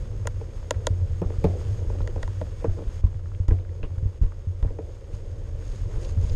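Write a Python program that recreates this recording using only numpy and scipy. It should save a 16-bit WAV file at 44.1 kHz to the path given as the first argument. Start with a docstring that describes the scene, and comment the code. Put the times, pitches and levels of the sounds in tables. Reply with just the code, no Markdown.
"""Bicycle on a snowy trail

A bicycle rolls along a woodland trail, heard inside the case of a camera that rides with it; dry weeds brush past.
Filtered noise shakes the springy mount, and each stone adds a push, a rebound and a damped mount ring.
Random grains, coloured by spectra, make tyre rumble, snow hiss, crackle, grit and buzz; noise bursts make crunches.
Decaying sine modes ring the bike when it clatters, and the case when something small and hard ticks on it."""
import sys
import numpy as np
from scipy import signal
from scipy.fft import rfft, irfft
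from scipy.io import wavfile
from scipy.ndimage import uniform_filter1d

SR = 44100
rng = np.random.default_rng(int(sys.argv[2]) if len(sys.argv) > 2 else 0)


def wav_out(sig):
    """Save sig, one row per channel (or a flat mono array), as 16-bit PCM at SR to the path in sys.argv[1]."""
    wavfile.write(sys.argv[1], SR, np.round(np.clip(np.atleast_2d(sig).T, -1, 1) * 32767).astype(np.int16))


N = 280035
T = np.arange(N) / SR
HIT_T = T[:SR // 2]  # half a second for each blow

# thumps from the ground, levels ahead of the softening:
# (time [s], thud level [dB], length of push and rebound [ms], mount ring level [dB])
STONE_THUMPS = [(0.905, -19, 13, -17), (1.017, -55, 16, -23), (1.26, -23, 16, -23.5),
                (1.384, -18.5, 17, -21.5), (1.451, -38, 37, -14.5), (1.498, -43, 12, -23.5),
                (1.872, -20, 18, -25), (2.01, -21.5, 27, -16), (2.238, -20.5, 27.5, -28),
                (2.682, -19, 47, -14.5), (2.87, -17.5, 22.3, -49), (3.041, -9, 14.5, -18.5),
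                (3.065, -17.5, 16.4, -30), (3.152, -51, 9.1, -22), (3.401, -17.5, 13.7, -18),
                (3.485, -9, 19.5, -16), (3.518, -11, 17.3, -13.5), (3.825, -22.5, 33, -23.5),
                (3.978, -24, 19.4, -23), (4.027, -26, 10, -15), (4.056, -16.5, 17.7, -17.5),
                (4.214, -10, 15.5, -33.5), (4.232, -13, 31, -19.5), (4.471, -45, 32, -16),
                (4.628, -12, 19.4, -21.5), (4.657, -18, 12.5, -21), (4.688, -23.5, 36, -30),
                (5.137, -24.5, 19, -25.5), (5.954, -20, 30, -55), (6.172, -26, 17, -13.5),
                (6.234, -12, 17.4, -45), (6.316, -17.5, 36, -40)]
# jolts that make the bike clatter: (time [s], level [dB], treble corner [Hz], time to rebound [ms],
# rebound relative to the blow [dB], favoured pitch [Hz], weight of the lowest mode [dB])
BIKE_KNOCKS = [(0.254, -38, 1300, 1.53, -2, 560, -5), (0.413, -37.5, 2000, 4.7, -9, 496, -1),
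               (1.2178, -24, 560, 5.7, -8, 400, 9.5), (1.3027, -37.5, 1300, 5.2, -10, 475, -6),
               (1.442, -16, 750, 6.9, -4.5, 440, 9), (1.458, -30, 400, 12, -1, 300, 7),
               (1.900, -37, 1300, 2.1, -12, 350, 5), (1.950, -38, 900, 3.7, 0, 450, -3),
               (2.004, -40.5, 1800, 8.9, -16, 350, -2), (2.16, -35.5, 900, 4.2, -14, 696, 0),
               (2.4131, -33.5, 250, 4.7, -14, 480, 8), (2.622, -42.5, 900, 4, -1, 600, -7),
               (2.6435, -23.5, 650, 6.2, -5.5, 510, -4.5), (2.771, -35.5, 350, 17.3, 4, 480, 2),
               (2.803, -36.5, 300, 18, 0, 420, 3), (3.035, -39, 400, 5, -17, 301, 13),
               (3.483, -37.5, 400, 3.4, -8, 257, -1), (3.509, -33.5, 400, 8.8, -8, 298, -3),
               (3.525, -37.5, 300, 11.4, 0, 300, 1), (3.831, -35.5, 900, 6.6, 0, 440, 8),
               (4.213, -41.5, 905, 20, 9, 283, 4), (4.628, -41.5, 900, 3.7, -16, 900, 1),
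               (4.645, -37, 600, 12, -16, 520, 3), (4.703, -40.5, 500, 4.2, 1, 560, 0),
               (4.7873, -32.5, 520, 9.5, -8, 470, -1.5)]


def undb(db):
    """Level is logarithmic: decibels to amplitude gain."""
    return 10 ** (np.asarray(db) / 20)


def unit(x):
    """Power normalisation: scale to rms 1."""
    return x / np.sqrt(np.mean(x ** 2))


def add(out, s, x):
    """Superposition: mix x into out from time s on."""
    i = max(int(s * SR), 0)
    out[i:i + len(x)] += x[:max(N - i, 0)]


def colour(x, points):
    """Spectral shaping: weight x by (frequency [Hz], relative density [dB]) points, with skirts outside."""
    hz, db = np.transpose(points)
    f = np.maximum(np.fft.rfftfreq(N, 1 / SR), 1)
    skirts = np.minimum(f / hz[0], 1) ** 2 * np.minimum(hz[-1] / f, 1) ** 2
    gain = undb(np.interp(np.log(f), np.log(hz), db)) * skirts
    return irfft(rfft(x) * gain, N)


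def resonate(x, hz, width_hz):
    """Resonance: one second-order peak with gain 1 at its centre."""
    return signal.lfilter(*signal.iirpeak(hz, hz / width_hz, fs=SR), x)


def soften(x, corner_hz):
    """Contact stiffness: a softer contact loses treble above its corner."""
    return signal.lfilter(*signal.butter(1, min(corner_hz, SR / 2 - 1), fs=SR), x)


def ring(hz, t60_ms, lag_ms=0, rise_cycles=0.0075):
    """Free vibration: a struck mode starts after a lag, builds up over some cycles and decays."""
    t = np.maximum(HIT_T - lag_ms / 1000, 0)
    fade = np.exp(-np.log(1000) * t * 1000 / t60_ms)
    rise = 1 - np.exp(-hz * t / rise_cycles)
    return np.sin(2 * np.pi * hz * t) * fade * rise


def walk(rate):
    """Random modulation: smoothed random steps, rate per second, with rms near 1."""
    k = int(SR / rate)
    steps = np.repeat(rng.standard_normal(N // k + 1), k)
    return unit(uniform_filter1d(steps, k)[:N])


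def grains(rate, spread_db):
    """Shot noise: random impulses, rate per second, many small and a few large, at rms 1."""
    size = undb(spread_db * np.minimum(rng.exponential(size=N), 5))
    return unit((rng.random(N) < rate / SR) * size * rng.choice([-1, 1], N))


def mount(trail_db):
    """Forced vibration: rough ground shakes the springy mount while the whole camera sways more slowly."""
    shake = resonate(resonate(resonate(rng.standard_normal(N), 89.5, 26), 85.4, 40), 86.6, 69)
    sway = resonate(resonate(rng.standard_normal(N), 29.0, 35), 36.0, 49)
    # levels relative to the trail's roughness; uneven ground makes the shake come and go
    shake_db, sway_db = 2.5, 3
    jostle_db, jostle_per_s = 2.5, 10
    shake = unit(shake) * undb(shake_db + jostle_db * walk(jostle_per_s))
    sway = unit(sway) * undb(sway_db)
    return (shake + sway) * undb(trail_db)


def weeds(attack_s=0.036, release_s=0.061):
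    """Friction noise: stalks scrape past in a fine crackle that swells and fades."""
    # dry weeds along the bike: (time [s], length [s], level [dB])
    passes = [(5.107, 0.094, -60), (5.625, 0.2, -59.5), (5.982, 0.18, -56), (6.19, 0.22, -57)]
    # colour of the scraping: (frequency [Hz], relative density [dB per Hz])
    scrape_spectrum = [(1500, 4), (3300, 2), (5000, 5), (5900, 1), (6600, 11.5), (7500, -2), (9800, -4),
                       (10700, -25), (13000, -34)]
    swell = np.zeros(N)
    for s, length_s, db in passes:
        rise = (T - s) / attack_s
        fall = (s + length_s - T) / release_s
        swell += undb(db) * np.clip(np.minimum(rise, fall), 0, 1)
    return swell * unit(colour(grains(900, 1.4), scrape_spectrum))


def contact(skip_db=-5.5, skip_ms=27, hardest_count=3):
    """Loss of contact: the wheel skips just before the landings with the strongest thuds and tyre noise drops."""
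    gain = np.ones(N)
    hardest = sorted(STONE_THUMPS, key=lambda thump: -thump[1])[:hardest_count]
    for s, *_ in hardest:
        gain[(T < s) & (T > s - skip_ms / 1000)] = undb(skip_db)
    return uniform_filter1d(gain, size=200)


def tyres(rumble_db, hiss_db):
    """Granular excitation: knobs drum the frame and snow packs in fine grains, crackling crust and coarse crumbs."""
    # tyre rumble through the frame: (frequency [Hz], relative density [dB per Hz])
    rumble_spectrum = [(110, -29), (170, -12), (235, -17), (330, 4.5), (400, 1), (455, 6), (570, 2),
                       (700, -12.5), (1000, -18.5), (1500, -39.5), (3000, -42)]
    # snow hiss through the case: (frequency [Hz], relative density [dB per Hz])
    hiss_spectrum = [(500, 1.5), (1000, 4), (1900, 1.5), (2500, -2.5), (3400, -2), (4100, -6.5), (5000, -2),
                     (5600, -5), (5950, -11.5), (6800, -7), (7400, -7.5), (9000, -10.5), (10000, -16),
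                     (10600, -22), (12500, -20), (15000, -38)]
    # breaking snow crust: (frequency [Hz], relative density [dB per Hz])
    crust_spectrum = [(600, -4), (1000, 4), (1900, -2.5), (3300, -7), (6000, -21.5)]

    knobs = grains(2500, 2.2)
    rumble = unit(colour(knobs, rumble_spectrum)) * undb(rumble_db - 0.64 + 1.37 * walk(25))

    packing = unit(colour(grains(9000, 1.0), hiss_spectrum))
    # the case lets one narrow treble band through best
    case_hz, case_width_hz = 6500, 180
    case_band = resonate(rng.standard_normal(N), case_hz, case_width_hz)
    case_band = unit(resonate(case_band, case_hz, 2300))
    hiss = (packing + undb(-9.0) * case_band) * undb(hiss_db + 1.0 * walk(24))

    # level relative to the packing snow, fractures per second
    crackle_db, crackle_per_s = -6, 150
    crust = unit(colour(grains(crackle_per_s, 1.9), crust_spectrum)) * undb(hiss_db + crackle_db)

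    # mean level in dB, and dB gained per dB of hiss
    crumbs_db, crumbs_growth = -68, 0.84
    crumbs = unit(resonate(resonate(grains(70, 3.4), 940, 410), 670, 1400))
    crumbs = crumbs * undb(crumbs_db + crumbs_growth * (hiss_db - np.mean(hiss_db)))
    return contact() * (rumble + hiss + crust + crumbs)


def grit():
    """Abrasion noise: each landing grinds frozen grit under the tyre, in proportion to its thud."""
    # colour of the grinding: (frequency [Hz], relative density [dB per Hz])
    grit_spectrum = [(500, -12), (760, -8), (980, 8.5), (1250, -8.5), (2000, -11), (3500, -15.5),
                     (7000, -23)]
    grit_db, grit_t60_s = -42.5, 0.2  # level relative to the thud, decay
    load = np.zeros(N)
    for s, thud_db, *_ in STONE_THUMPS:
        add(load, s, undb(thud_db + grit_db) * np.exp(-np.log(1000) * HIT_T / grit_t60_s))
    return load * unit(colour(grains(700, 2.8), grit_spectrum))


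def crunches():
    """Brittle fracture: each crunch is a short, fading burst of tiny fractures, broad in pitch."""
    # snow and twigs crushed by the tyres:
    # (time [s], level [dB], nominal pitch of the band [Hz], time to fall to 1/e [ms])
    crushings = [(0.256, -43, 850, 3.2), (0.742, -49, 1410, 6.2), (1.221, -44, 844, 19),
                 (1.338, -51, 1050, 4.4), (1.443, -32, 716, 13), (1.445, -47.5, 3100, 7.5),
                 (1.594, -51, 1000, 3.5), (1.900, -43.5, 940, 2.3), (1.961, -52, 1290, 3.2),
                 (1.984, -53, 2000, 3), (2.005, -41, 980, 3.8), (2.018, -48, 2620, 1.6),
                 (2.161, -52, 1000, 4), (2.645, -41, 950, 10.5), (2.775, -52.5, 740, 30),
                 (3.037, -47.5, 850, 3), (3.113, -60, 1700, 2.4), (3.144, -54.5, 1500, 3.1),
                 (3.193, -53, 1190, 4.6), (3.258, -48.5, 1090, 2.1), (3.317, -47, 940, 2.3),
                 (3.348, -52, 2080, 2.3), (3.482, -52.5, 1000, 15), (3.509, -41, 1320, 3.6),
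                 (3.5185, -45, 1000, 2.5), (3.533, -60, 1900, 8.3), (3.565, -62, 2400, 4.3),
                 (3.587, -51, 1500, 2), (3.599, -58, 2430, 1.4), (3.649, -56.5, 1380, 6),
                 (3.692, -54, 1500, 2.5), (3.830, -51, 2160, 16), (3.84, -47, 920, 9.4),
                 (3.98, -51, 1100, 3.6), (4.216, -63, 940, 35), (4.32, -46.5, 1020, 2.9),
                 (4.627, -52, 940, 6.3), (4.645, -61, 1300, 4), (4.656, -50, 1050, 4.1),
                 (4.676, -48, 1300, 1.9), (4.686, -56, 1500, 2.7), (4.786, -50, 880, 4.2),
                 (4.893, -56, 890, 4), (4.968, -54, 1400, 1.6), (5.935, -54, 1200, 12),
                 (6.047, -47.5, 4500, 4.4), (6.296, -47.5, 3880, 5.6)]
    out = np.zeros(N)
    for s, db, hz, length_ms in crushings:
        fade = np.exp(-HIT_T * 1000 / length_ms)
        fractures = rng.standard_normal(len(HIT_T)) * (rng.random(len(HIT_T)) < .15) * fade
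        band = signal.butter(3, [hz / 1.7, hz * 1.5], "bandpass", fs=SR, output="sos")
        burst = signal.sosfilt(band, fractures)
        # the level is that of the burst's energy spread over the fade
        add(out, s, undb(db) * burst * np.sqrt(np.sum(fade) / np.sum(burst ** 2)))
    return out


def ticks(lag_ms=2.23, node_db=10, antinode_db=6, patch_octaves=0.23, low_hz=700, rasp_db=-12, rasp_t60_ms=22):
    """Dispersion: bending waves cross the case wall, the high ones first, so each tick chirps downwards."""
    # hard ticks on the case, as of icy crumbs: (time [s], peak level [dB], treble corner [Hz],
    # pitch left weak [Hz], pitch favoured [Hz], weight of the low modes [dB])
    case_blows = [(0.2716, -17.5, 13900, 4200, 1560, -6.5), (0.708, -11.5, 10500, 5350, 2840, -1.5),
                  (0.8690, -11.5, 12100, 2380, 3500, -1.5), (2.0748, -26, 2400, 950, 1770, -3),
                  (2.228, -29, 4960, 2580, 1720, -7), (2.2306, -23, 3500, 7160, 1650, -4),
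                  (2.277, -31, 1800, 550, 1020, -2), (2.4136, -20, 480, 6700, 710, 1),
                  (3.4825, -36.5, 5000, 550, 5200, -12), (3.4856, -38, 2500, 550, 2400, -13),
                  (4.627, -37.5, 3000, 6860, 3300, -16)]
    # modes of the case: (frequency [Hz], t60 [ms], relative level [dB])
    case_modes = [(182, 71, -21), (295, 63, -10), (449, 78, -14), (506, 23.6, 7.5), (619, 38.4, -0.5),
                  (970, 19, 2), (1388, 23, -7.5), (1620, 25, -19), (1917, 11, 0), (2770, 9.6, -9),
                  (3304, 10.5, -10), (3730, 7.2, -7), (4420, 10.3, -12.5), (4820, 20, -14),
                  (5560, 9.6, -11.5), (6824, 4.7, 6), (8790, 4.4, -2.5), (12730, 5.5, -28)]
    out = np.zeros(N)
    hz = np.array(case_modes)[:, 0]
    lags = lag_ms * (np.sqrt(hz[0] / hz) - np.sqrt(hz[0] / hz[-1]))
    modes = np.array([(-1) ** k * undb(db) * ring(f, t60, lags[k], rise_cycles=1.0)
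                      for k, (f, t60, db) in enumerate(case_modes)])
    for s, db, corner_hz, node_hz, antinode_hz, low_db in case_blows:
        # the place of the blow leaves some modes weak and drives others hard
        node, antinode = (np.exp(-(np.log2(hz / f) / patch_octaves) ** 2) for f in (node_hz, antinode_hz))
        # light crumbs barely move the low modes
        weights = undb(antinode_db * antinode - node_db * node + low_db * (hz < low_hz))
        # a crowd of weak overtones roughens the ring
        fade = np.exp(-np.log(1000) * HIT_T * 1000 / rasp_t60_ms)
        rasp = resonate(rng.standard_normal(len(HIT_T)), 2800, 5900) * fade
        tick = soften(weights @ modes + undb(rasp_db) * rasp, corner_hz)
        add(out, s, undb(db) * tick / np.abs(tick).max())
    return out


def buzz():
    """Loose contacts: each knock leaves parts buzzing on the frame, in proportion to its strength."""
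    # colour of the buzz: (frequency [Hz], relative density [dB per Hz])
    buzz_spectrum = [(110, -23), (170, -1), (235, 8.5), (340, 10.5), (450, 8), (570, 3), (720, 1.5),
                     (1000, -20), (2000, -25), (6000, -41.5)]
    buzz_db, buzz_t60_s = -13.5, 0.45  # level relative to the knock, decay
    swell = np.zeros(N)
    for s, db, *_ in BIKE_KNOCKS:
        add(swell, s, undb(db + buzz_db) * np.exp(-np.log(1000) * HIT_T / buzz_t60_s))
    return swell * unit(colour(grains(1500, 2.1), buzz_spectrum))


def clatter(rattle_db=-28, rattle_hz=900, rattle_ms=9, favour_db=4, patch_octaves=0.51):
    """Modal excitation: a jolt rings the frame, a loose part rebounds and a fine, high rattle dies away."""
    # modes of the bike: (frequency [Hz], t60 [ms], relative level [dB])
    frame_modes = [(175, 89, -11), (271, 153, -14), (319, 21.8, -0.5), (451, 64, -4.5), (560, 19.7, 1.5),
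                   (650, 10.7, 0.5), (787, 15, -3), (1010, 9.5, -7.5), (1840, 6, -16), (1820, 7.2, -11),
                   (2500, 14, -15.5), (3400, 7.3, -29), (5230, 16, -19), (6300, 13, -19), (8800, 2.3, -15)]
    # short metallic rings, as of a brake disc: (time [s], frequency [Hz], t60 [ms], level [dB])
    metal_rings = [(3.831, 2600, 14, -35), (3.833, 2800, 100, -51)]
    out = np.zeros(N)
    hz = np.array(frame_modes)[:, 0]
    modes = np.array([(-1) ** k * undb(db) * ring(f, t60, rise_cycles=0.12)
                      for k, (f, t60, db) in enumerate(frame_modes)])
    highpass = signal.butter(2, rattle_hz, "highpass", fs=SR)
    for s, db, corner_hz, rebound_ms, rebound_db, favoured_hz, boom_db in BIKE_KNOCKS:
        # the place of the blow favours some modes; the lowest has a weight of its own
        favoured = np.exp(-(np.log2(hz / favoured_hz) / patch_octaves) ** 2)
        frame = undb(favour_db * favoured + boom_db * (hz == hz[0])) @ modes
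        rattle = undb(rattle_db) * rng.standard_normal(len(HIT_T)) * np.exp(-HIT_T * 1000 / rattle_ms)
        blow = signal.lfilter(*highpass, rattle)
        blow[0] += 1
        blow[int(rebound_ms * SR / 1000)] += undb(rebound_db)
        knock = soften(signal.fftconvolve(blow, frame), corner_hz)
        # the level is that of its energy spread over a fiftieth of a second
        add(out, s, undb(db) * knock / np.sqrt(np.sum(knock ** 2) / (SR / 50)))
    for s, ting_hz, t60, db in metal_rings:
        add(out, s, undb(db) * ring(ting_hz, t60))
    return out


def bumps():
    """Impulse response: each stone pushes the camera up and lets it drop; the mount rings on."""
    out = np.zeros(N)
    spring = soften(soften(ring(90.3, 310), 310), 310)
    for s, thud_db, push_ms, ring_db in STONE_THUMPS:
        turn = np.minimum(HIT_T * 1000 / push_ms, 1)
        push = soften(np.sin(2 * np.pi * turn), 250)
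        add(out, s, undb(thud_db) * push + undb(ring_db) * spring)
    return out


def scene():
    """Superposition: everything that reaches the camera sums in one channel."""
    # roughness of the trail, as the level at which it shakes the mount: (time [s], level [dB])
    trail = [(0.0, -30.5), (0.32, -36.5), (2.03, -33), (2.46, -37.5), (3.0, -38), (4.65, -41.5),
             (4.97, -41.5), (5.5, -37), (6.07, -33), (6.35, -28.5)]
    # tyres, loud on the straights and quiet through the slow stony bend:
    # (time [s], rumble level [dB], snow hiss level [dB])
    rolling = [(0.0, -47.5, -60), (0.46, -51.5, -59.5), (0.8, -45.5, -60), (1.18, -49, -59),
               (1.59, -44, -55), (1.85, -43.5, -58), (2.09, -43, -58), (2.37, -49.5, -57.5),
               (2.99, -51.5, -59), (3.04, -54, -64), (3.94, -49.5, -63.5), (4.44, -54.5, -63.5),
               (4.74, -49, -64), (5.59, -48.5, -60.5), (5.85, -51.5, -58), (6.02, -39, -57),
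               (6.17, -45.5, -58), (6.35, -44.5, -56)]
    trail_db = np.interp(T, *np.transpose(trail))
    s, *columns = np.transpose(rolling)
    rumble_db, hiss_db = (np.interp(T, s, c) for c in columns)
    surroundings = mount(trail_db) + weeds()
    ground = tyres(rumble_db, hiss_db) + grit() + crunches()
    blows = ticks() + buzz() + clatter() + bumps()
    return (surroundings + ground + blows)[None]


def record(dry):
    """Band limiting: the camera cuts the top with a steep elliptic low-pass."""
    top_hz = 14400
    return signal.sosfilt(signal.ellip(8, .2, 70, top_hz, fs=SR, output="sos"), dry)


dry = scene()
out = record(dry)
wav_out(out)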